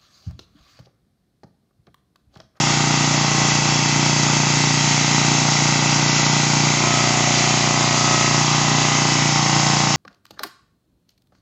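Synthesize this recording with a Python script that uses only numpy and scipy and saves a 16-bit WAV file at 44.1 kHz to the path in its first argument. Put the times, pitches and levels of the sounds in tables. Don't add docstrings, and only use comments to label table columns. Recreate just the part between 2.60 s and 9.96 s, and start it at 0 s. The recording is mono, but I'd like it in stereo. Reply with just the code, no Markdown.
import sys
import numpy as np
from scipy import signal
from scipy.fft import rfft, irfft
from scipy.io import wavfile
from scipy.ndimage import uniform_filter1d

SR = 44100
rng = np.random.default_rng(int(sys.argv[2]) if len(sys.argv) > 2 else 0)


def output_pcm(signal):
    pcm = np.clip(np.atleast_2d(signal).T, -1, 1) * 32767
    wavfile.write(sys.argv[1], SR, np.round(pcm).astype(np.int16))


def gain_from_db(level_db):
    decades = np.asarray(level_db, float) / 20
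    return 10 ** decades


N = 324576


def spells(rows, fade_s):
    t = np.arange(N) / SR
    total = 0
    for start, length, value in rows:
        to_nearest_end = np.minimum(t - start, start + length - t)
        total = total + value * np.clip(.5 + to_nearest_end / fade_s, 0, 1)
    return total


def drift(rate):
    r = np.exp(-128 * np.pi * rate / SR)
    noise = rng.standard_normal(N // 64 + 2002)
    slow = signal.lfilter([1], [1, -2 * r, r * r], noise)[2000:]
    return np.interp(np.arange(N) / 64, np.arange(len(slow)), slow / np.std(slow))


def at_hz(points, hz):
    f, value = np.transpose(points)
    return np.interp(np.log(hz), np.log(f), value)


# (t/s, speed/turns per s)
SHAFT_SPEED = [(0.0, 29.66), (0.43, 29.576), (0.73, 29.297), (0.95, 29.385), (1.55, 29.507), (2.26, 29.473),
               (2.46, 29.578), (2.98, 29.408), (3.29, 29.591), (4.05, 29.577), (4.33, 29.884),
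               (4.94, 29.982), (4.99, 29.824), (5.58, 29.829), (5.91, 29.631), (6.34, 29.703),
               (6.9, 29.269), (7.36, 29.291)]


def shaft():
    t, turns_per_s = np.transpose(SHAFT_SPEED)
    speed = np.interp(np.arange(N) / SR, t, turns_per_s)
    return speed, -.097 + np.cumsum(speed) / SR


def knock_phases(levels_db):
    log_size = np.log(gain_from_db(levels_db))
    tail = log_size[-1] - .3 * np.arange(18)
    cepstrum = irfft(np.r_[log_size[0] - 1, log_size, tail])
    half = len(cepstrum) // 2
    cepstrum[1:half] *= 2
    cepstrum[half + 1:] = 0
    return rfft(cepstrum).imag[1:len(levels_db) + 1]


SLAT_TONES = [
    (43,),
    (34, 36),
    (19, 23, 25),
    (27, 32, 37, 41),
    (31, 33, 37, 39),
    (24, 32, 41, 43),
]
SLAT_REST = [0.32, -1.3, -0.0016, -0.38, -0.32, -0.24]
# (start t/s, length t/s, extra level/dB)
HIGH_SPELLS = [
    (4.197, 0.17, 3.5),
    (4.474, 0.82, -7),
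    (5.066, .78, 4),
]
MIDDLE_SPELLS = [
    (4.2, 0.086, 8.5),
    (4.42, 0.45, -2.5),
    (5.07, 0.81, 3),
    (5.84, .76, 7.5),
    (6.65, .8, 2.5),
]
LOW_SPELLS = [
    (0, 0.5, -0.5),
    (.6, 1.6, -4.5),
    (4.25, .75, 1),
    (5.05, .75, 0.5),
    (6.62, .8, 2.5),
]
SIDE_SPELLS = [
    (0, 0.49, 2),
    (.7, 1.7, -2),
    (5.8, 0.81, 3.5),
]
INNER_SPELLS = [
    (4.2, 0.73, 0.5),
    (5.05, 0.86, 3.5),
    (5.84, .7, 0.67),
]
EDGE_SPELLS = [
    (0, .55, 3.6),
    (4.3, .7, 3),
    (5.05, 0.67, 2.5),
]


def slats():
    groups = (HIGH_SPELLS, MIDDLE_SPELLS, LOW_SPELLS, SIDE_SPELLS, INNER_SPELLS, EDGE_SPELLS)
    return [rest_db + spells(rows, .095) for rest_db, rows in zip(SLAT_REST, groups)]


# (order/tones per turn, normal load level/dB, light load level/dB, heavy load level/dB)
FRAME_HUM = [(1, -58, -57, -61), (2, -44, -42, -43), (3, -52, -53, -51), (4, -27.5, -26, -28),
             (5, -20, -22.5, -21), (6, -31, -40, -30), (7, -29, -29, -28), (8, -33, -32, -34),
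             (9, -28, -29, -34), (10, -39, -40, -35), (11, -31, -33, -29.5), (12, -36, -32, -40),
             (13, -43, -37, -48), (14, -39, -41, -40), (15, -48, -48, -41), (16, -52, -51, -61)]
PANEL_RATTLE = [(17, -53, -45, -58), (18, -44, -58, -40), (19, -42, -37, -47), (20, -50, -43, -49),
                (21, -43, -34, -41), (22, -47, -56, -40), (23, -38, -31.5, -41), (24, -45, -37, -53),
                (25, -40.5, -32, -33.5), (26, -46, -54, -39), (27, -32, -32, -28), (28, -41, -54, -37),
                (29, -34.5, -32, -39.5), (30, -41, -35, -41), (31, -31, -41, -30), (32, -45, -39, -50),
                (33, -34.5, -38, -44), (34, -39, -33, -36), (35, -47, -45, -48), (36, -38, -37, -32),
                (37, -44, -36, -36), (38, -42, -48, -33), (39, -39, -39, -41), (40, -45, -41, -42),
                (41, -38, -37, -41), (42, -45, -44, -37), (43, -39, -32, -38), (44, -41, -43, -39),
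                (45, -44, -43, -56), (46, -44, -43, -40), (47, -41, -50, -46), (48, -40, -42, -46),
                (49, -48, -43, -49), (50, -46, -44, -45), (51, -45, -49, -47), (52, -44, -42, -41),
                (53, -43, -50, -42)]
LOAD_SPEEDS = [29.35, 29.46, 29.6, 29.8]
TONE_LEAD = {2: 3.4, 5: .8, 9: 1.0, 12: .9, 25: -.7, 29: .8, 31: -.6}
FLOOR_ECHO = [(3, -.55), (5, .55), (7, .9), (11, .4)]
PANEL_DELAY = [(17, .05), (22, .06), (25, .035), (46, .03)]


def frame(speed, turn):
    tones = np.array(FRAME_HUM + PANEL_RATTLE)
    hums = len(FRAME_HUM)
    panels = tones[hums:, 0]
    phases = knock_phases(np.maximum(tones[:, 1], -50))
    phases += np.interp(tones[:, 0], *np.transpose(FLOOR_ECHO))

    late = -2 * np.pi * np.cumsum(np.interp(panels, *np.transpose(PANEL_DELAY)))
    late += .1 - late[10]
    scatter_rad = np.where(panels % 2 == 1, .45, 1.4)
    scatter_rad[panels > 33] = 1.0
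    phases[hums:] = late + scatter_rad * rng.standard_normal(len(panels))

    uneven = drift(9)
    slats_db = slats()
    lag = np.interp(speed, [29.3, 29.5, 29.7], [.085, 0, -.02])
    out = 0
    for (order, normal_db, light_db, heavy_db), phase in zip(tones, phases):
        rattles = order > hums
        load_levels = [heavy_db, normal_db, normal_db, light_db - .8 * rattles]
        level_db = np.interp(speed, LOAD_SPEEDS, load_levels)
        level_db += (.7 if order > 5 else .5) * uneven
        level_db += .6 * rattles - 1.0 * (order > 36)
        level_db += (.35 + .008 * order) * drift(2)
        level_db += sum(db for db, sung in zip(slats_db, SLAT_TONES) if order in sung)
        phase += TONE_LEAD.get(order, 0)
        phase = phase + order * (.008 * drift(.7) - lag * (order > 5))
        out = out + gain_from_db(level_db) * np.cos(2 * np.pi * order * turn + phase)
    return out


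# (order/tones per turn, level/dB)
TOOTH_LINES = [(64, -36.5), (66, -40.5), (67, -36.5), (68, -36), (70, -40.5), (71, -37), (76, -41.5),
               (88, -40.5), (92, -38), (114, -39.5), (152, -38), (161, -47), (190, -46), (215, -38)]
# (start t/s, length t/s, extra level/dB)
EARLY_TOOTH = [
    (0, 1.7, 5),
    (1.7, .7, 2.5),
]
HIGHEST_TOOTH = [
    (1.2, 1.8, 5),
    (6.6, .8, 2),
]


def gears(turn):
    swells_db = {114: spells(EARLY_TOOTH, .3), 215: spells(HIGHEST_TOOTH, .3)}
    out = 0
    for order, db in TOOTH_LINES:
        level_db = db + 1.5 * drift(2.3) + swells_db.get(order, 0)
        phase = 1.9 * drift(2.88) + order
        out = out + gain_from_db(level_db) * np.cos(2 * np.pi * order * turn + phase)
    return out


def repeating(turn):
    size, likeness = 1500, .97
    fresh = rng.standard_normal((260, size))
    turns = signal.lfilter([np.sqrt(1 - likeness ** 2)], [1, -likeness], fresh, axis=0)
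    return turns.ravel()[((turn + 20) * size).astype(int)]


# (f/Hz, width f/Hz, place/turns, length/turns, lift level/dB)
RUBBED_PLACES = [(5500, 500, .64, .04, 1.5), (4800, 400, .02, .045, 3), (4800, 400, .35, .045, 3),
                 (4800, 400, .67, .05, 3), (6500, 900, .84, .03, 2.5), (3300, 700, .1, .035, 4),
                 (2700, 500, .09, .035, 7), (2700, 500, .4, .04, 4.5), (2050, 600, .55, .05, 6.5),
                 (2050, 600, .14, .08, 4), (5500, 500, .0, .04, 3), (6600, 900, .1, .025, 3.5),
                 (1200, 400, .72, .04, 4), (1200, 400, .04, .05, 2.5)]


def scuffs(turn):
    lifts = []
    for _, _, place, length, db in RUBBED_PLACES:
        ahead = turn - place + .5
        strength = np.maximum(1 + .2 * rng.standard_normal(300), 0)
        bite = strength[(ahead + 2).astype(int)]
        lifts.append(db * bite * np.exp(-.5 * ((ahead % 1 - .5) / length) ** 2))
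    return np.array(lifts)


# (f/Hz, level/dB per Hz)
HISS_COLOUR = [(40, -23.5), (100, -10), (300, -0.5), (480, -8), (750, 0), (1250, -1.5), (1650, -6.5),
               (2400, -3), (3600, -4.5), (5000, -3.5), (6300, -1.5), (7200, -2), (7550, -9.5),
               (8100, -21.5)]
# (f/Hz, width f/Hz, lift level/dB)
HOUSING_RINGS = [(998, 150, -4), (1990, 150, 5), (2200, 52, 3.5), (2660, 310, 2), (2770, 45, 0.5),
                 (3080, 39, 1), (3700, 73, 0), (4000, 54, 5), (4360, 31, -4), (4750, 80, 6.5),
                 (4870, 65, 4), (5800, 120, -2), (6520, 82, 4), (7140, 90, 1), (3210, 60, 3),
                 (3630, 110, 0), (5280, 71, 5.5), (5510, 110, 3.5), (6090, 160, 2.5), (6340, 78, 2.5),
                 (6820, 110, 3.5), (6800, 80, -3), (7955, 81, 8.5), (7500, 50, -5.5)]
# (f/Hz, share/0-1)
REPEATING_SHARE = [(500, .03), (1400, .06), (1700, .6), (2700, .5), (3300, .42), (3800, .3), (5300, .4),
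                   (7200, .3)]


def grit(speed, turn):
    level_db = -20.5 + .5 * (speed - speed.mean())
    hz = np.maximum(np.fft.rfftfreq(N, 1 / SR), 1)
    colour_db = at_hz(HISS_COLOUR, hz)
    for f, width, db in HOUSING_RINGS:
        colour_db = colour_db + db / (1 + (2 * (hz - f) / width) ** 2)
    share = at_hz(REPEATING_SHARE, hz)
    white = np.sqrt(1 - share) * rfft(rng.standard_normal(N))
    white += np.sqrt(share) * rfft(repeating(turn))
    coloured = white * gain_from_db(colour_db) * (hz < 8400)
    coloured /= np.std(irfft(coloured * (hz > 1500), N))

    centres = np.r_[1, 150, 400, np.arange(700, 8900, 300)]
    around = np.linspace(0, 1, 129)
    spot_phases = np.cumsum(1.1 * rng.standard_normal((len(centres), 5)), axis=0)
    surge, lifts_db = drift(5), scuffs(turn)
    lifts_db -= lifts_db.mean(axis=1, keepdims=True)
    out = 0
    for k, centre in enumerate(centres):
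        band_shape = np.interp(hz, centres, np.arange(len(centres)) == k)
        band = irfft(coloured * band_shape, N)
        spots = np.cos(2 * np.pi * np.outer(around, np.arange(1, 6)) + spot_phases[k]).sum(axis=1)
        gain_db = .4 * drift(.7) + .8 * drift(7) + .45 * surge
        gain_db += .22 * np.interp(turn % 1, around, spots)
        nearness = [1 / (1 + (2 * (centre - f) / width) ** 4) for f, width, *_ in RUBBED_PLACES]
        gain_db += np.array(nearness) @ lifts_db
        out = out + gain_from_db(gain_db - .74 * (centre < 1500)) * band
    return gain_from_db(level_db - .5) * out


# (start t/s, length t/s, extra level/dB)
TICK_SPELLS = [
    (0, .35, -5.5),
    (2.3, 0.71, 1.5),
    (6.55, .9, 3),
]


def brush_tick(speed, turn):
    late = -.09 * (speed - speed.mean())
    ahead = turn - .63 - late + .5
    bite_db = 1.5 * rng.standard_normal(300)[(ahead + 2).astype(int)]
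    around = ahead % 1 - .5
    ring = np.exp(-.5 * (around / .045) ** 2) * np.cos(2 * np.pi * 188.5 * around)
    return gain_from_db(-24.5 + bite_db + spells(TICK_SPELLS, .2)) * ring


def scene():
    speed, turn = shaft()
    mix = frame(speed, turn) + gears(turn) + grit(speed, turn) + brush_tick(speed, turn)
    return np.tile(mix, (2, 1))


# (from f/Hz, to f/Hz, drop below/supply)
WEAK_BANDS = [(7480, 7650, -2.1), (7650, 7820, -1.7), (7820, 7950, -1.3), (7950, 8050, -.9),
              (8050, 8125, -.4), (8125, 9000, 9)]
# (start t/s, length t/s, change/supply)
LEAN_SPELLS = [
    (0, 1.05, -.35),
    (1.1, .2, -.9),
    (3.42, .32, -2),
    (4.2, 1.5, .5),
    (5.9, .4, -.45),
]


def starve(x):
    block = 1412
    hz, spectrum = np.fft.rfftfreq(N, 1 / SR), rfft(x)
    supply = spells(LEAN_SPELLS, .12) - .15 + .3 * drift(2.5) + .75 * drift(15)
    supply = supply[::block]
    lost = 0
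    for low, high, threshold in WEAK_BANDS:
        dropped = supply + .55 * rng.standard_normal(len(supply)) < threshold
        dropped = np.repeat(1. * dropped, block)[:N]
        band = irfft(spectrum * (hz >= low) * (hz < high), N)
        lost = lost + uniform_filter1d(dropped, size=600) * band
    return x - lost


def roll_off(x):
    return signal.sosfilt(signal.butter(12, 8470, fs=SR, output="sos"), x)


def record(dry):
    rounded = .78 * np.tanh(dry / .74)
    mix = starve(rounded)
    return roll_off(mix)


dry = scene()
out = record(dry)
output_pcm(out)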